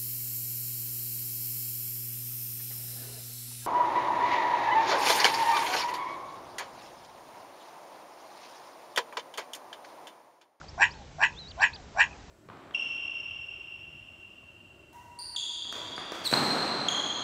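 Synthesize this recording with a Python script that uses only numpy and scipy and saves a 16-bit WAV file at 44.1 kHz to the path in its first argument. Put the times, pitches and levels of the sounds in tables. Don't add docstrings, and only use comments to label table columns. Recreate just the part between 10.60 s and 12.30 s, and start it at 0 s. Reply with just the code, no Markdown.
import sys
import numpy as np
from scipy import signal
from scipy.fft import rfft, irfft
from scipy.io import wavfile
from scipy.ndimage import uniform_filter1d, map_coordinates

SR = 44100
rng = np.random.default_rng(int(sys.argv[2]) if len(sys.argv) > 2 else 0)


def store_wav(level_fs):
    pcm = np.round(np.clip(np.atleast_2d(level_fs), -1, 1) * 32767)
    wavfile.write(sys.argv[1], SR, pcm.T.astype(np.int16))


def volts_from_db(level):
    exponent = np.asarray(level, float) / 20
    return 10 ** exponent


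N = 74970


def band(x, hz, width):
    return signal.lfilter(*signal.iirpeak(hz, hz / width, fs=SR), x)


def unit(x):
    return x / np.sqrt(np.mean(x ** 2))


def walk(rate):
    k = int(SR / rate)
    smooth = uniform_filter1d(rng.standard_normal(N), k)
    return unit(uniform_filter1d(smooth, k))


def curve(t, rows, col=1):
    return np.interp(t, [r[0] for r in rows], [r[col] for r in rows])


def colour_gain(hz, rows):
    return volts_from_db(np.interp(np.log(hz), np.log([r[0] for r in rows]), [r[1] for r in rows]))


def swell(t, db, rise, fall):
    round_s = 0.0073
    bend = np.hypot(t, round_s) - round_s
    return volts_from_db(np.maximum(db - np.where(t < 0, rise, fall) * bend, -200))


def shaken_pitch(t, trill):
    # seconds from the bark's peak, pitch in Hz.
    pitch_rise = [(-.06, 640), (-.04, 720), (-.022, 810), (0, 885), (.025, 905), (.06, 920)]
    # seconds from the bark's peak, pitch swing per beat as a share of the pitch.
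    shake = [(-.05, .05), (-.02, .06), (0, .12), (.06, .12)]
    swing = curve(t, shake) * np.cos(trill - 0.3)
    jitter = 0.014 * walk(590)
    pitch = curve(t, pitch_rise) * (1 + swing + jitter)
    return 2 * np.pi * np.cumsum(pitch) / SR


def voice(t, db, phase, shut):
    # level in dB, peak lag in seconds, rise in dB/s, fall in dB/s.
    partials = [(-11, -0.018, 482, 427.5), (-5, 0.00011, 859, 627), (-5, -0.00056, 991, 522),
                (-27, 0.014, 896, 677)]
    # dip between beats in dB, rasp as a share of the tone.
    grain = [(11, .4), (11, .17), (2, .7), (5, .9)]
    rasp_hz = 800
    out = 0
    for k, (p_db, lag, rise, fall) in enumerate(partials):
        dip_db, rasp = grain[k]
        angle = (k + 1) * phase
        tone = np.sin(angle) * (1 + rasp * walk(rasp_hz)) + np.cos(angle) * rasp * walk(rasp_hz)
        out = out + swell(t - lag, db + p_db - dip_db * shut, rise, fall) * tone
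    return out


def upper_throat(t, db, phase, shut):
    # early pitch in Hz, late pitch in Hz, width in Hz.
    throat_hz = [(5700, 5500, 450), (7420, 7300, 350), (4300, 4300, 2400), (8450, 8450, 900),
                 (7950, 7900, 700), (6780, 6680, 350)]
    # level in dB, peak lag in seconds, rise in dB/s, fall in dB/s.
    throat_swell = [(-23.5, -0.014, 791.5, 329), (-19, -0.0022, 902, 907.5), (-19, -0.0069, 988.5, 889),
                    (-19.5, -0.0046, 901.5, 898.5), (-35.5, -0.0038, 1198, 597.5), (-27.5, 0.02, 699, 495)]
    breathy, beat_dip_db = 0.88, 4
    gate = breathy + (1 - breathy) * 2 * np.cos(phase)
    out = 0
    for (early_hz, late_hz, width_hz), (t_db, lag, rise, fall) in zip(throat_hz, throat_swell):
        hz = np.interp(t, [-.04, .04], [early_hz, late_hz])
        ring = 2 * np.pi * np.cumsum(hz) / SR
        puff = walk(width_hz) * np.cos(ring) + walk(width_hz) * np.sin(ring)
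        out = out + swell(t - lag, db + t_db - beat_dip_db * shut, rise, fall) * gate * puff
    return out


def mouth(x):
    # pitch in Hz, gain in dB.
    mouth_gain = [(480, -28.5), (600, 0.5), (850, -0.5), (1150, 9), (1600, 11), (1900, 5.5), (2650, -2.5),
                  (3000, -10.5), (3800, -6.5)]
    f = np.fft.rfftfreq(N, 1 / SR) + 1
    return irfft(rfft(x) * colour_gain(f, mouth_gain), N)


def barks():
    # loudest moment in seconds, level in dB, lead-in before that moment in seconds.
    peaks = [
        (.231, -12, 0.053),
        (0.639, -13.5, .056),
        (1.038, -13, 0.067),
        (1.412, -12, 0.065),
    ]
    # loudest trill beat in seconds, trill speed there in Hz.
    beats = [(.2315, 89), (.6388, 87), (1.0415, 86), (1.4062, 90)]
    slowing = 330
    out = 0
    for (beat_s, trill_hz), (peak_s, db, lead_s) in zip(beats, peaks):
        s = np.clip(np.arange(N) / SR - beat_s, -.2, .2)
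        t = np.arange(N) / SR - peak_s
        level = db + np.clip((t + lead_s) * 3000, -60, 0)
        trill = 2 * np.pi * (trill_hz * s - slowing * s ** 2 / 2)
        shut = (.5 - .5 * np.cos(trill)) ** 2
        phase = shaken_pitch(t, trill)
        out = out + voice(t, level, phase, shut) + upper_throat(t, level, phase, shut)
    return mouth(out)


def scatter_tail():
    t = np.arange(SR // 2) / SR

    def fade(t60):
        return rng.standard_normal(len(t)) * volts_from_db(-60 * t / t60) * volts_from_db(3.5 * walk(120)[:len(t)])

    bush = fade(0.12) * np.minimum(t / 0.027, 1)
    low = band(fade(0.41), 905, 300)
    return volts_from_db(-18) * bush / np.linalg.norm(bush) + volts_from_db(-24.5 - 4) * low / np.linalg.norm(low)


def bank_echo(x):
    delay_s, echo_hz, width_hz = .1, 2580, 400
    late = map_coordinates(x, [np.arange(N) - delay_s * SR], order=1, mode="nearest")
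    return volts_from_db(-33) * band(band(late, echo_hz, width_hz), echo_hz, width_hz)


def outdoors(x):
    # cancelled pitch in Hz, width in Hz.
    throat_dips = [(1285, 170), (2150, 180)]
    x = x + signal.fftconvolve(x, scatter_tail())[:N] + bank_echo(x)
    for hz, width in throat_dips + throat_dips:
        x = x - .88 * band(x, hz, width)
    return x


def whistled(rows, flutter_db):
    t = np.arange(N) / SR
    hz = uniform_filter1d(curve(t, rows), 130) * (1 + 0.0059 * walk(250))
    sounding = (t > rows[0][0]) & (t < rows[-1][0])
    on = uniform_filter1d(1. * sounding, 90)
    level = volts_from_db(curve(t, rows, col=2) + 5.5 + flutter_db * walk(170))
    return on * level * np.sin(2 * np.pi * np.cumsum(hz) / SR)


def birds():
    # time in seconds, pitch in Hz, level in dB.
    long_whistle = [(.724, 4705, -58), (.733, 3700, -63), (.755, 3170, -64), (.787, 3750, -47.5),
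                    (.791, 4140, -47), (.85, 3770, -54), (.872, 3920, -50.5), (.898, 4840, -52.5),
                    (.911, 4300, -50.5), (.92, 2807, -54)]
    # time in seconds, pitch in Hz, level in dB.
    chirps = [
        [(.078, 4450, -69), (.085, 4600, -49.5), (.093, 5170, -53.5), (.104, 5800, -61)],
        [(.306, 4250, -54), (.312, 4550, -51.5), (.321, 5170, -53.5), (.332, 5800, -66)],
        [(.33, 2900, -68), (.338, 3300, -62), (.346, 4300, -63), (.37, 4450, -65), (.4, 4100, -73),
         (.435, 3800, -69)],
        [(.955, 2650, -62), (.965, 2750, -64), (.985, 2650, -76), (.997, 3100, -53.5), (1.005, 4000, -49),
         (1.014, 4650, -49), (1.021, 4900, -49), (1.033, 4050, -50), (1.04, 3200, -66)],
        [(1.122, 2700, -68), (1.131, 3450, -55), (1.137, 4250, -47), (1.144, 4750, -48), (1.15, 4950, -49),
         (1.159, 4300, -49), (1.165, 2970, -52)],
    ]
    # time in seconds, pitch in Hz, level in dB.
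    answers = [
        [(.29, 1000, -62), (.36, 880, -61), (.42, 800, -57), (.445, 770, -68)],
        [(1.09, 1000, -60), (1.15, 880, -61), (1.19, 760, -60), (1.21, 720, -68)],
    ]
    out = 0
    for rows in [long_whistle] + chirps:
        out = out + whistled(rows, flutter_db=1.5)
    for rows in answers:
        out = out + whistled(rows, flutter_db=3.5)
    return out


def ticks():
    # peak in seconds, level in dB, pitch in Hz, time to fade by 20 dB in seconds.
    snaps = [
        (.0146, -32, 1400, .004),
        (1.622, -46, 500, .006),
        (.208, -44, 370, .05),
        (1.511, -44, 2550, .01),
        (1.531, -42, 2500, .012),
        (.729, -43, 2550, .009),
        (1.134, -44, 2550, .009),
    ]
    t, out = np.arange(N) / SR, 0
    for s, db, hz, fade_s in snaps:
        away = np.abs(t - s) * np.where(t < s, 3, 1)
        level = volts_from_db(db - 20 * np.minimum(away, .1) / fade_s)
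        out = out + level * np.cos(2 * np.pi * hz * (t - s))
    return out


def murmur():
    # time in seconds, level in dB.
    drone_level = [(0, -54), (0.149, -58), (0.498, -64), (.9, -66.5), (1.299, -58.5), (1.551, -55.5),
                   (1.7, -61)]
    level = volts_from_db(curve(np.arange(N) / SR, drone_level) + 2.4 * walk(70))
    return level * unit(band(rng.standard_normal(N), 776, 250))


def air():
    # pitch in Hz, noise level in dB per Hz.
    air_colour = [(15, -47), (25, -9.5), (73, -8.5), (436, -13.5), (599, -15), (677, -17.5), (865, -20.5),
                  (6110, -25.5), (8600, -33), (11200, -71), (18900, -120)]
    # pitch in Hz, width in Hz, level in dB.
    engine_hum = [(67.6, 34, -51.5), (149.3, 21, -59.5)]
    f, hiss = np.fft.rfftfreq(N, 1 / SR) + 1, 0
    colour = colour_gain(f, air_colour)
    for hz in 25 * 2 ** np.arange(0, 9, .5):
        share = np.maximum(1 - np.abs(2 * np.log2(f / hz)), 0) ** .5
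        noise = irfft(rfft(rng.standard_normal(N)) * colour * share, N)
        hiss = hiss + noise * volts_from_db(0.99 * walk(18))
    hum = sum(volts_from_db(db) * unit(band(rng.standard_normal(N), hz, w)) for hz, w, db in engine_hum)
    return volts_from_db(-53.5) * unit(hiss) + hum


def scene():
    return (outdoors(barks()) + birds() + ticks() + murmur() + air())[None]


def low_pass(x):
    return signal.sosfilt(signal.butter(12, 9180, fs=SR, output="sos"), x)


def record(dry):
    top_cut = signal.cheby2(10, 60, 9500, fs=SR, output="sos")
    mix = signal.sosfilt(top_cut, dry)
    return low_pass(mix)


dry = scene()
out = record(dry)
store_wav(out)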